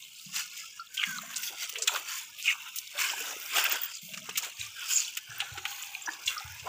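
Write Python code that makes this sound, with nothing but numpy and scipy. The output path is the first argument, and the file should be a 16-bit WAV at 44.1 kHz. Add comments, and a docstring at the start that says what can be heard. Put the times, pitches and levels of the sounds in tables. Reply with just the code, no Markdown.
"""Juice and air squelch through the weave as hands wring pulp in a cloth over a metal pot, close to a phone.
Gushes and seeping are clumped noise and rains of damped sines, from big gurgles to fine spray; splats are bursts of noise.
Drops plop and tick as damped sines, with a short echo of the plops in the pot; pot and table thud softly.
A wet finger squeaks and the pot hums as wavering sines; pockets of air hiss and tiny whistles chirp.
Behind it lies the low noise of a quiet kitchen; the phone thins the bass and suppresses steady sound."""
import sys
import numpy as np
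from scipy import signal
from scipy.fft import rfft, irfft, next_fast_len
from scipy.io import wavfile
from scipy.ndimage import uniform_filter1d, map_coordinates

SR = 44100
rng = np.random.default_rng(int(sys.argv[2]) if len(sys.argv) > 2 else 0)


def log_audio(samples):
    """Write samples as a 16-bit WAV file to the path given in sys.argv[1]."""
    # one column per channel
    frames = np.atleast_2d(samples).T
    # limit to full scale, then quantise
    limited = np.clip(frames, -1, 1)
    pcm = np.round(limited * 32767).astype(np.int16)
    wavfile.write(sys.argv[1], SR, pcm)


N = 294588

# bubble sizes (big, large, medium, small, fine): (low edge [Hz], high edge [Hz], burstiness [dB],
# burst rate [knots/s], bubbles [per s], ringing [cycles until 50 dB down], bubble share of the power [0-1])
BUBBLE_SIZES = [(265.8, 787, 4, 45, 160, 16, 0.37), (800, 1850, 2, 120, 400, 42, 0.55),
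                (1864, 3872, -1, 300, 900, 35, 0.57), (4185, 9520, 3, 360, 1700, 40, 0.55),
                (9300, 15400, 4.5, 600, 1700, 36, 0.2)]
# colour of pot mouth and microphone: (frequency [Hz], level [dB])
POT_MOUTH = [(250, -36), (450, -30), (694, -23.5), (868, -15), (1430, -1), (1890, -3.5), (2720, 6),
             (4410, -2.5), (7160, 3), (8970, -8), (11000, -14), (13100, -9.5), (14800, -3), (15600, 3)]


def amp(db):
    """Amplitude of a level in dB."""
    return 10 ** (np.asarray(db) / 20)


def unit(x):
    """x scaled to an rms of 1."""
    return x / np.sqrt(np.mean(x ** 2) + 1e-20)


def peak(x, db):
    """x scaled so that its highest peak is db."""
    return amp(db) * x / np.max(np.abs(x))


def curves(rows):
    """One value per sample for each column after the time."""
    s, *cols = np.transpose(rows)
    return [np.interp(np.arange(N) / SR, s, c) for c in cols]


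def wobble(rate):
    """A smooth random curve, rate knots a second."""
    knots = rng.standard_normal(int(N * rate / SR) + 4)
    return map_coordinates(knots, [np.arange(N) * rate / SR])


def coloured(x, points):
    """x through the (Hz, dB) points, no lower than -70 dB, as a causal filter from the folded cepstrum."""
    f, db = np.transpose(points)
    hz = np.fft.rfftfreq(4096, 1 / SR)
    response_db = np.maximum(np.interp(np.log(hz + 1), np.log(f + 1), db), -70)
    cepstrum = irfft(np.log(amp(response_db)))
    cepstrum[1:2048] *= 2
    cepstrum[2049:] = 0
    return signal.fftconvolve(x, irfft(np.exp(rfft(cepstrum))), axes=-1)[..., :N]


def add(track, s, sound):
    """Adds a sound into the track at second s."""
    part = track[max(round(s * SR), 0):][:len(sound)]
    part += sound[:len(part)]


def tone(rows, rough_db, rate, waver=.029):
    """An unsteady sine along (s, Hz, rms dB) rows, faded at both ends."""
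    hz, db = curves(rows)
    t, start, end = np.arange(N) / SR, rows[0][0], rows[-1][0]
    fade = np.clip(np.minimum(t - start, end - t) / 0.0037, 0, 1)
    level = np.sqrt(2) * amp(db + rough_db * wobble(rate))
    turns = np.cumsum(hz * (1 + waver * wobble(rate))) / SR
    return fade * level * np.sin(2 * np.pi * turns)


def crackle(per_s):
    """Films of juice snap at random: a sudden jump in level that dies in a few milliseconds."""
    snaps = (rng.random(N) < per_s / SR) * amp(5.0 * rng.random(N))
    decay = amp(-60 * np.arange(SR // 40) / SR / 0.021)
    return 1 + .5 * signal.fftconvolve(snaps, decay)[:N]


def bubbles(lo_hz, hi_hz, per_s, cycles):
    """A random rain of damped sines; for a moment a few pores keep blowing bubbles of their own size."""
    when, pick, scatter, loud = rng.random((4, int(per_s * N / SR)))
    pores = rng.random((int(N / SR / .16) + 2, 6))  # six pores, new ones about every 0.16 s
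    group = (when * (len(pores) - 1) + pick).astype(int)  # neighbouring groups overlap
    size = pores[group, (scatter * 6).astype(int)]
    hz = (lo_hz * (hi_hz / lo_hz) ** size * (1 + .03 * (pick - .5)))[:, None]
    k = np.arange(int(SR * cycles / lo_hz / 2))
    turn = hz * k / SR
    envelope = amp(10.0 * loud[:, None] - 50 * turn / cycles) * (1 - np.exp(-turn / 3.4))
    wave = envelope * np.sin(2 * np.pi * turn)
    place = (when * N).astype(int)[:, None] + k
    return unit(np.bincount(place.ravel(), wave.ravel(), N)[:N])


def flow_db():
    """Level of each bubble size: gushes swell and ebb in power on top of the seeping."""
    # juice seeping from the cloth: (time [s], level of the froth [dB], level of the gurgle [dB])
    seep = [(0, -51.5, -65), (.25, -56, -60.5), (.6, -49, -60), (.92, -64, -62), (1.0, -50.5, -60.5),
            (1.3, -47, -52.5), (1.95, -47, -56.5), (2.42, -53, -59.5), (2.9, -48.5, -60), (3.1, -48.5, -65),
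            (3.8, -41, -47.5), (4.04, -53.5, -64), (4.3, -48, -55.5), (4.56, -50, -55.5),
            (5.05, -44.5, -54.5), (5.28, -53.5, -59), (5.75, -49.5, -58), (6.22, -49.5, -55.5),
            (6.68, -49, -54.5)]
    # each bubble size against its seeping level: (level [dB]), big to fine
    seep_sizes_db = (-16, 3, 0, -2, -6)
    # gushes as the grip tightens: (peak time [s], rise [s], fall [s], level of medium bubbles [dB],
    # big, large, small and fine bubbles against it [dB])
    gushes = [(.2, 0.19, 0.32, -57, -27, -24, 8.5, 3), (0.371, 0.06, 0.11, -34, -35, -6, 3.5, -5),
              (.62, 0.3, 0.31, -51.5, -28, -24, 4, -8), (1.1, 0.28, 0.35, -48.5, -26, 1, 4, 0),
              (1.471, 0.18, 0.071, -44.5, -28, -10, 5.5, 5.5), (1.51, 0.021, 0.087, -60, 10.5, 5, -2, 1),
              (1.629, 0.077, 0.068, -35.5, -25.5, -14, 0.5, -6.5),
              (1.931, 0.052, 0.14, -39, -6, -3, -2.5, -2), (2.11, 0.11, 0.23, -42.5, -41, -0.5, 1.5, -4),
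              (2.19, 0.12, 0.072, -44, -44, -22, 3.5, 1), (2.385, 0.013, 0.24, -43, -37, -35, -6, -2.5),
              (2.504, 0.15, 0.068, -34.5, -57, -45, -1.5, -10),
              (2.67, 0.25, 0.084, -45.5, -44, -2.5, -7, -8), (2.96, 0.027, 0.13, -56, 8, 10, -7, -14),
              (3.004, 0.055, 0.22, -30, -27, -4.5, -1, -6), (3.24, 0.27, 0.27, -41.5, -7.5, -1.5, 0.5, -3),
              (3.431, 0.11, 0.18, -50.5, -15, -23, -31, 6.5),
              (3.581, 0.088, 0.17, -27, -15.5, -4, -2.5, -6.5),
              (3.72, 0.21, 0.097, -42, -2.5, 4.5, -17, -17),
              (3.95, 0.064, 0.072, -53.5, -39, -29, 14.5, -13),
              (4.02, 0.012, 0.22, -51.5, -27, -22, 2.5, 5.5),
              (4.449, 0.065, 0.065, -46, -4.5, -2.5, 5.5, -1),
              (4.61, 0.052, 0.14, -40.5, -44, -39, -1, -10), (4.828, 0.083, 0.055, -37, -32, -8, -10, -9.5),
              (4.91, 0.05, 0.15, -37.5, -55, -8.5, 2, 3.5), (4.98, 0.19, 0.16, -41, -51, -20, 8.5, -15),
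              (5.391, 0.19, 0.42, -48.5, -13.5, -0.5, 0, -12),
              (5.68, 0.03, 0.51, -44.5, -26, -5.5, -0.5, -1.5), (6.11, 0.097, 0.16, -57.5, 5, 6, 8, -20),
              (6.291, 0.018, 0.23, -41.5, -18, -2.5, -3, -6), (6.67, 0.032, .1, -49, 10.5, 1, -13, -18)]
    edge_db, roundness = 22.5, 1.414  # a gush is this much down one rise or fall from its peak; shape of its top
    froth, gurgle = curves(seep)
    seep_db = np.array([gurgle, gurgle, froth, froth, froth]) + np.c_[list(seep_sizes_db)]
    power, t = amp(seep_db) ** 2, np.arange(N) / SR
    for s, rise, fall, db, big, large, small, fine in gushes:
        near = slice(max(round((s - 3 * rise) * SR), 0), round((s + 3 * fall) * SR))
        away = np.maximum((s - t[near]) / max(rise, .01), (t[near] - s) / max(fall, .01))
        swell = amp(db - edge_db * away ** roundness)
        power[:, near] += (amp(np.c_[[big, large, 0, small, fine]]) * swell) ** 2
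    return 10 * np.log10(power)


def splat_levels():
    """Each splat throws bubbles of all but the biggest size at once; its level jumps and dies."""
    # splats: (time [s], nominal peak of medium bubbles [dB],
    # large, small and fine bubbles against it [dB], t60 [s])
    splats = [(0.566, -37.5, -53.5, 3.5, -12, 0.08), (0.94, -41, -36, 7, 7, 0.092),
              (0.97, -20, -37, -5, -23, 0.04), (1.029, -23, 5.5, -8, -38, 0.039),
              (1.358, -39.5, -24, 14.5, -4, 0.09), (1.43, -25.5, -26, -1, -12, 0.054),
              (1.693, -25, -16, 4.5, 4.5, 0.023), (1.755, -20, -15, -27, -17, 0.058),
              (1.783, -42.5, -20, 20, -3, 0.036), (1.819, -33.5, -6, 19, -5, 0.071),
              (1.873, -13, -11, -4, -9.5, 0.056), (1.957, -22.5, -5, -7, -30, 0.051),
              (2.758, -37.5, -29, 4, 13.5, 0.14), (2.784, -32.5, -35, 23.5, 14, 0.019),
              (3.5554, -27, -19, -16, -21, 0.021), (3.707, -26, -27, 2.5, -23, 0.13),
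              (4.135, -24, -10, -8, -33, 0.043), (4.173, -32, -2.5, 5, -15, 0.043),
              (4.29, -30.5, 2.5, 4.5, -27, 0.043), (4.354, -23.5, -26, -13, -21, 0.097),
              (4.373, -20.5, -9.5, 6.5, 4, 0.055), (4.4294, -29, -10, -7, -16, 0.11),
              (4.595, -39, -17, 13, -12, 0.031), (5.169, -20, -12, -1, -2, 0.045),
              (5.401, -19, -10.5, -17, -56, 0.074), (5.573, -29, -0.5, -8, -30, 0.077),
              (5.652, -17, -4.5, -15, -35, 0.041), (6.258, -48.5, -38, 21.5, 11, 0.14),
              (6.271, -27.5, -47, -1.5, -9, 0.1), (6.594, -29.5, -36, -2, -35, 0.034)]
    crest_db = 5  # a splat's nominal peak over its rms level
    level, t = np.zeros((len(BUBBLE_SIZES), N)), np.arange(SR // 5) / SR
    for s, db, large, small, fine, t60 in splats:
        shape = amp(db - crest_db - 60 * t / max(t60, .005)) * (1 - np.exp(-t / 0.0029))
        for row, rel_db in zip(level[1:], (large, 0, small, fine)):
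            add(row, s, amp(rel_db) * shape)
    return level


def squelch():
    """Bubbles and hiss come in clumps: part of the clumping is common to all sizes, part is each size's own."""
    out, snaps = np.zeros(N), crackle(per_s=27)
    common_db = 1.0 * wobble(35) + 0.89 * wobble(180)
    for size, db, splat in zip(BUBBLE_SIZES, flow_db(), splat_levels()):
        lo_hz, hi_hz, burst_db, rate, per_s, cycles, share = size
        edges = signal.butter(4, [lo_hz, hi_hz], "band", fs=SR, output="sos")

        def shape(x):
            """x in this size's band, as it leaves the pot mouth."""
            return coloured(signal.sosfilt(edges, x), POT_MOUTH)

        hiss, froth = rng.standard_normal(N), bubbles(lo_hz, hi_hz, per_s, cycles)
        clumps = unit(snaps * amp(common_db + burst_db * wobble(rate)))
        out += np.sqrt(share) * shape(froth * amp(db - 1.5 + common_db)) / np.std(shape(froth))
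        hiss_level = np.sqrt(1 - share) * amp(db - 1.0) * clumps
        splat_level = splat * clumps ** 0.55  # splats clump less
        out += shape(hiss * (hiss_level + splat_level)) / np.std(shape(hiss))
    return out


def patter():
    """Stray droplets ring as small damped sines, their level following the flow of small bubbles."""
    drops = bubbles(3300, 11000, per_s=60, cycles=22) * amp(4 * wobble(60))
    return amp(flow_db()[3] - 8) * unit(coloured(drops, POT_MOUTH))


def kitchen():
    """The quiet room: noise, strongest in the bass, whose level drifts slightly."""
    # colour of the room noise, floored at -70 dB by the filter: (frequency [Hz], level [dB])
    room = [(15, -28), (25, -1), (49, -14), (87, -6.5), (144, -8), (517, -12), (618, -8), (760, -25.5),
            (1200, -24), (2640, -120)]
    level = amp(-73.5 + 0.61 * wobble(2.58))  # dB rms
    return level * unit(coloured(rng.standard_normal(N), room))


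def thuds():
    """A soft push on a heavy body: a low ring that breaks up into the uneven beats of many close modes."""
    # pot and table as the arms press: (time [s], peak [dB], pitch [Hz], t60 of the whole thud [s])
    pushes = [(0.26, -45, 177.6, 0.6), (1.07, -43.5, 191, 0.99), (4.027, -48.5, 173, 0.99),
              (4.59, -46.5, 97.6, 0.39), (5.289, -48.5, 127.4, 0.6), (5.516, -40, 101, 0.35),
              (6.254, -54, 94, 0.51), (6.445, -40.5, 99, 0.75), (6.62, -48.5, 122, 0.32)]
    out, t = np.zeros(N), np.arange(SR // 2) / SR
    for s, db, hz, t60 in pushes:
        near = hz * np.exp(0.13 * rng.standard_normal((24, 1)))
        start = 2 * np.pi * rng.random((24, 1))
        beats = np.sum(np.sin(2 * np.pi * near * t + start), 0) / np.sqrt(len(near))
        ring = amp(-60 * t / 0.068) * np.sin(2 * np.pi * hz * t) + 0.13 * beats
        envelope = amp(-60 * t / max(t60, .02)) * (1 - np.exp(-t / 0.0079)) ** 2
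        add(out, s, peak(envelope * ring, db))
    return out


def plops():
    """A trapped bubble rings, rising a little in pitch as it nears the surface; near sizes ring with it."""
    # drops that trap one bubble: (time [s], peak [dB], starting pitch [Hz], t60, held to 0.005 or more [s])
    drops = [(0.635, -44.5, 1330, 0.11), (0.795, -32, 1353, 0.12), (0.798, -38, 4500, 0.024),
             (0.978, -20, 3130, 0.015), (0.988, -34.5, 1543, 0.2), (.998, -21, 3130, 0.017),
             (1.0363, -17, 2140, 0.014), (1.045, -23, 2170, 0.013), (1.476, -31, 3400, 0.11),
             (3.1, -24, 3030, 0.023), (6.668, -32, 990, 0.046), (1.187, -31, 1230, 0.018),
             (1.233, -44.5, 684, 0.093), (1.037, -17, 2850, 0.014), (1.893, -28.5, 1360, 0.029),
             (1.894, -30, 980, 0.019), (1.878, -16, 3460, .025), (1.879, -16.5, 7370, 0.015),
             (1.941, -38, 854, 0.063), (1.951, -25, 1380, 0.013), (1.962, -25, 1190, 0.013),
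             (4.31, -32, 2810, 0.017), (5.079, -31, 2980, 0.051), (6.276, -22, 2744, 0.068),
             (6.277, -18, 3400, 0.03), (6.379, -28.5, 5290, 0.029), (2.949, -43.5, 577, 0.16),
             (3.135, -31, 925, 0.04), (3.364, -41, 407, 0.02), (3.564, -20, 2855, 0.065),
             (3.588, -23, 2920, 0.027), (3.654, -17.5, 2670, 0.021), (4.29, -32, 990, 0.0039),
             (4.288, -40.5, 420, 0.043), (4.428, -40, 954, 0.047), (1.945, -39, 600, 0.042),
             (5.306, -38.5, 1650, 0.12), (5.42, -37.5, 803, 0.099), (5.576, -45, 370, 0.089),
             (5.652, -40, 794, 0.21), (5.951, -23.5, 2470, 0.014), (6.074, -28.5, 1660, 0.058),
             (6.08, -28.5, 960, 0.05), (6.089, -22, 1710, .02), (6.084, -43.5, 316, 0.054),
             (6.365, -28.5, 1236, 0.12), (5.824, -27.5, 7050, 0.03), (6.021, -32.5, 7240, 0.037),
             (6.061, -28, 5860, 0.041)]
    out, t = np.zeros(N), np.arange(SR // 6) / SR
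    for s, db, hz, t60 in drops:
        near = hz * np.exp(0.0964 * rng.standard_normal((3, 1)))
        neighbours = np.sum(np.sin(2 * np.pi * near * t), 0)
        ring = np.sin(2 * np.pi * hz * (t + 0.2 * t ** 2)) + 0.41 * neighbours
        envelope = amp(-60 * t / max(t60, .005)) * (1 - np.exp(-t * hz / 2.6))
        add(out, s, peak(envelope * ring, db))
    return out


def pot(x):
    """The short echo inside the pot: x smeared by decaying noise."""
    t = np.arange(SR // 5) / SR
    echo = unit(rng.standard_normal(len(t)) * amp(-60 * t / 0.36)) / np.sqrt(len(t))
    return signal.fftconvolve(x, echo)[:N]


def squishes():
    """Air squeezed from pockets in the cloth: noise a few hundred hertz wide, sliding and spitting unevenly."""
    # one table a pocket: (time [s], pitch [Hz], level before the spitting [dB])
    pockets = [
        [(.982, 3100, -33), (1.035, 2400, -32)],
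        [(2.465, 1750, -41.5), (2.57, 1166, -52)],
        [(2.455, 2876, -28), (2.49, 2530, -24.5), (2.54, 2530, -38)],
        [(4.91, 7420, -31.5), (4.98, 6790, -26), (5.01, 6800, -27.5)],
    ]
    return sum(tone(rows, rough_db=-2.5, rate=120) for rows in pockets) * wobble(900)


def squeaks():
    """A wet finger slips: a wavering sine that falls in pitch."""
    # one table a slip: (time [s], pitch [Hz], level [dB])
    slips = [
        [(1.055, 1686, -48), (1.11, 1546, -40), (1.18, 1435, -44)],
        [(4.755, 1697, -53), (4.8, 1510, -44)],
    ]
    return sum(tone(rows, rough_db=2, rate=160, waver=.012) for rows in slips)


def ticks():
    """Droplets and snapping films tick once: a few cycles with a crack of noise on top."""
    # (time [s], peak before the bass is cut [dB], pitch [Hz])
    snaps = [(1.344, -24.5, 3900), (1.3638, -17, 7100), (1.37, -17, 7200), (1.378, -32, 7050),
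             (1.6935, -27, 3260), (1.726, -25, 6000), (1.739, -26, 6550), (1.947, -21, 4500),
             (2.427, -21, 6500), (2.445, -34, 5900), (2.876, -27, 5450), (4.295, -22, 3040),
             (5.139, -30, 6400), (5.153, -24, 6400), (5.4036, -12, 2900), (5.4073, -19, 3220),
             (5.6543, -16.5, 2710), (5.8365, -25, 2800), (5.872, -31, 5000), (6.399, -27, 4000)]
    cycles = 6.3  # until 60 dB down
    out, t = np.zeros(N), np.arange(SR // 100) / SR
    for s, db, hz in snaps:
        ring = np.sin(2 * np.pi * hz * t) + 0.17 * rng.standard_normal(len(t))
        envelope = amp(-60 * t * hz / cycles) * (1 - np.exp(-t * hz))
        add(out, s, peak(envelope * ring, db))
    return signal.sosfilt(signal.butter(2, 1500, "high", fs=SR, output="sos"), out)


def hums():
    """The pot hums under the trickle: wavering sines that swell unevenly."""
    # one table a hum: (time [s], pitch [Hz], level before the swelling [dB])
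    notes = [
        [(4.08, 646, -64.5), (4.25, 635, -64)],
        [(1.75, 657, -65), (1.84, 630, -56)],
        [(4.06, 176, -73), (4.24, 194, -54.5), (4.4, 184.5, -66.5)],
        [(1.73, 470, -58), (1.84, 452, -52), (1.93, 385, -66)],
        [(5.54, 815, -52.5), (5.68, 797, -56), (5.8, 809, -66), (5.9, 818, -56), (6.07, 800, -64)],
        [(6.4, 824, -50), (6.62, 910, -80)],
    ]
    return sum(tone(rows, rough_db=0.0, rate=70, waver=.015) * (.6 + wobble(130)) for rows in notes)


def chirps():
    """Air whistles through the tight weave: each starts at 15.4 kHz and drops as the pore widens."""
    # (time [s], peak before the high-pass [dB], t60 [s])
    whistles = [(3.641, -13, 0.013), (3.695, -17.5, 0.024), (3.7144, -20, 0.017), (3.722, -14, 0.041),
                (3.816, -17, 0.029), (3.834, -17, 0.029), (3.8476, -22, 0.017), (3.857, -20, 0.024),
                (5.382, -27.5, 0.032)]
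    out, t = np.zeros(N), np.arange(SR // 30) / SR
    for s, db, t60 in whistles:
        hz = 15400 - 2800 * rng.uniform(0.079, 1) * (1 - np.exp(-t / 0.008))
        flutter = 1 + .9 * uniform_filter1d(rng.standard_normal(len(t)), size=16) * 4
        envelope = amp(-60 * t / max(t60, .005)) * (1 - np.exp(-t / 0.00059))
        whistle = np.sin(2 * np.pi * np.cumsum(hz) / SR)
        add(out, s, peak(envelope * flutter * whistle, db))
    return signal.sosfilt(signal.butter(4, 11000, "high", fs=SR, output="sos"), out)


def scene():
    """Everything that reaches the phone, on one channel."""
    drops = plops()
    cloth = squelch() + patter() + squishes() + ticks() + chirps()
    vessel = thuds() + amp(-11) * pot(drops) + hums()
    return (cloth + drops + vessel + squeaks() + kitchen())[None]


def suppress(x):
    """The phone's noise suppressor turns down each voice-band bin while it is near or below its usual level."""
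    hz, _, z = signal.stft(x, SR, nperseg=1024, noverlap=768)
    power = np.abs(uniform_filter1d(np.abs(z) ** 2, size=7, axis=-1)) + 1e-20
    usual = np.quantile(power, .25, axis=-1, keepdims=True)
    gain = np.clip(1 - 0.64 * usual / power, amp(-14.0), 1)
    voice = ((hz > 250) & (hz < 2100))[:, None]
    gain = np.where(voice, gain, 1)
    return signal.istft(z * gain, SR, nperseg=1024, noverlap=768)[1][..., :N]


def record(dry):
    """The phone drops the deepest bass, suppresses noise and keeps nothing above its band limit."""
    top_hz = 15500
    thin = signal.sosfilt(signal.butter(2, 45, "high", fs=SR, output="sos"), dry)
    m = next_fast_len(N + SR // 2)
    spectrum = rfft(suppress(thin), m)
    return irfft(spectrum * (np.fft.rfftfreq(m, 1 / SR) < top_hz), m)[..., :N]


dry = scene()
out = record(dry)
log_audio(out)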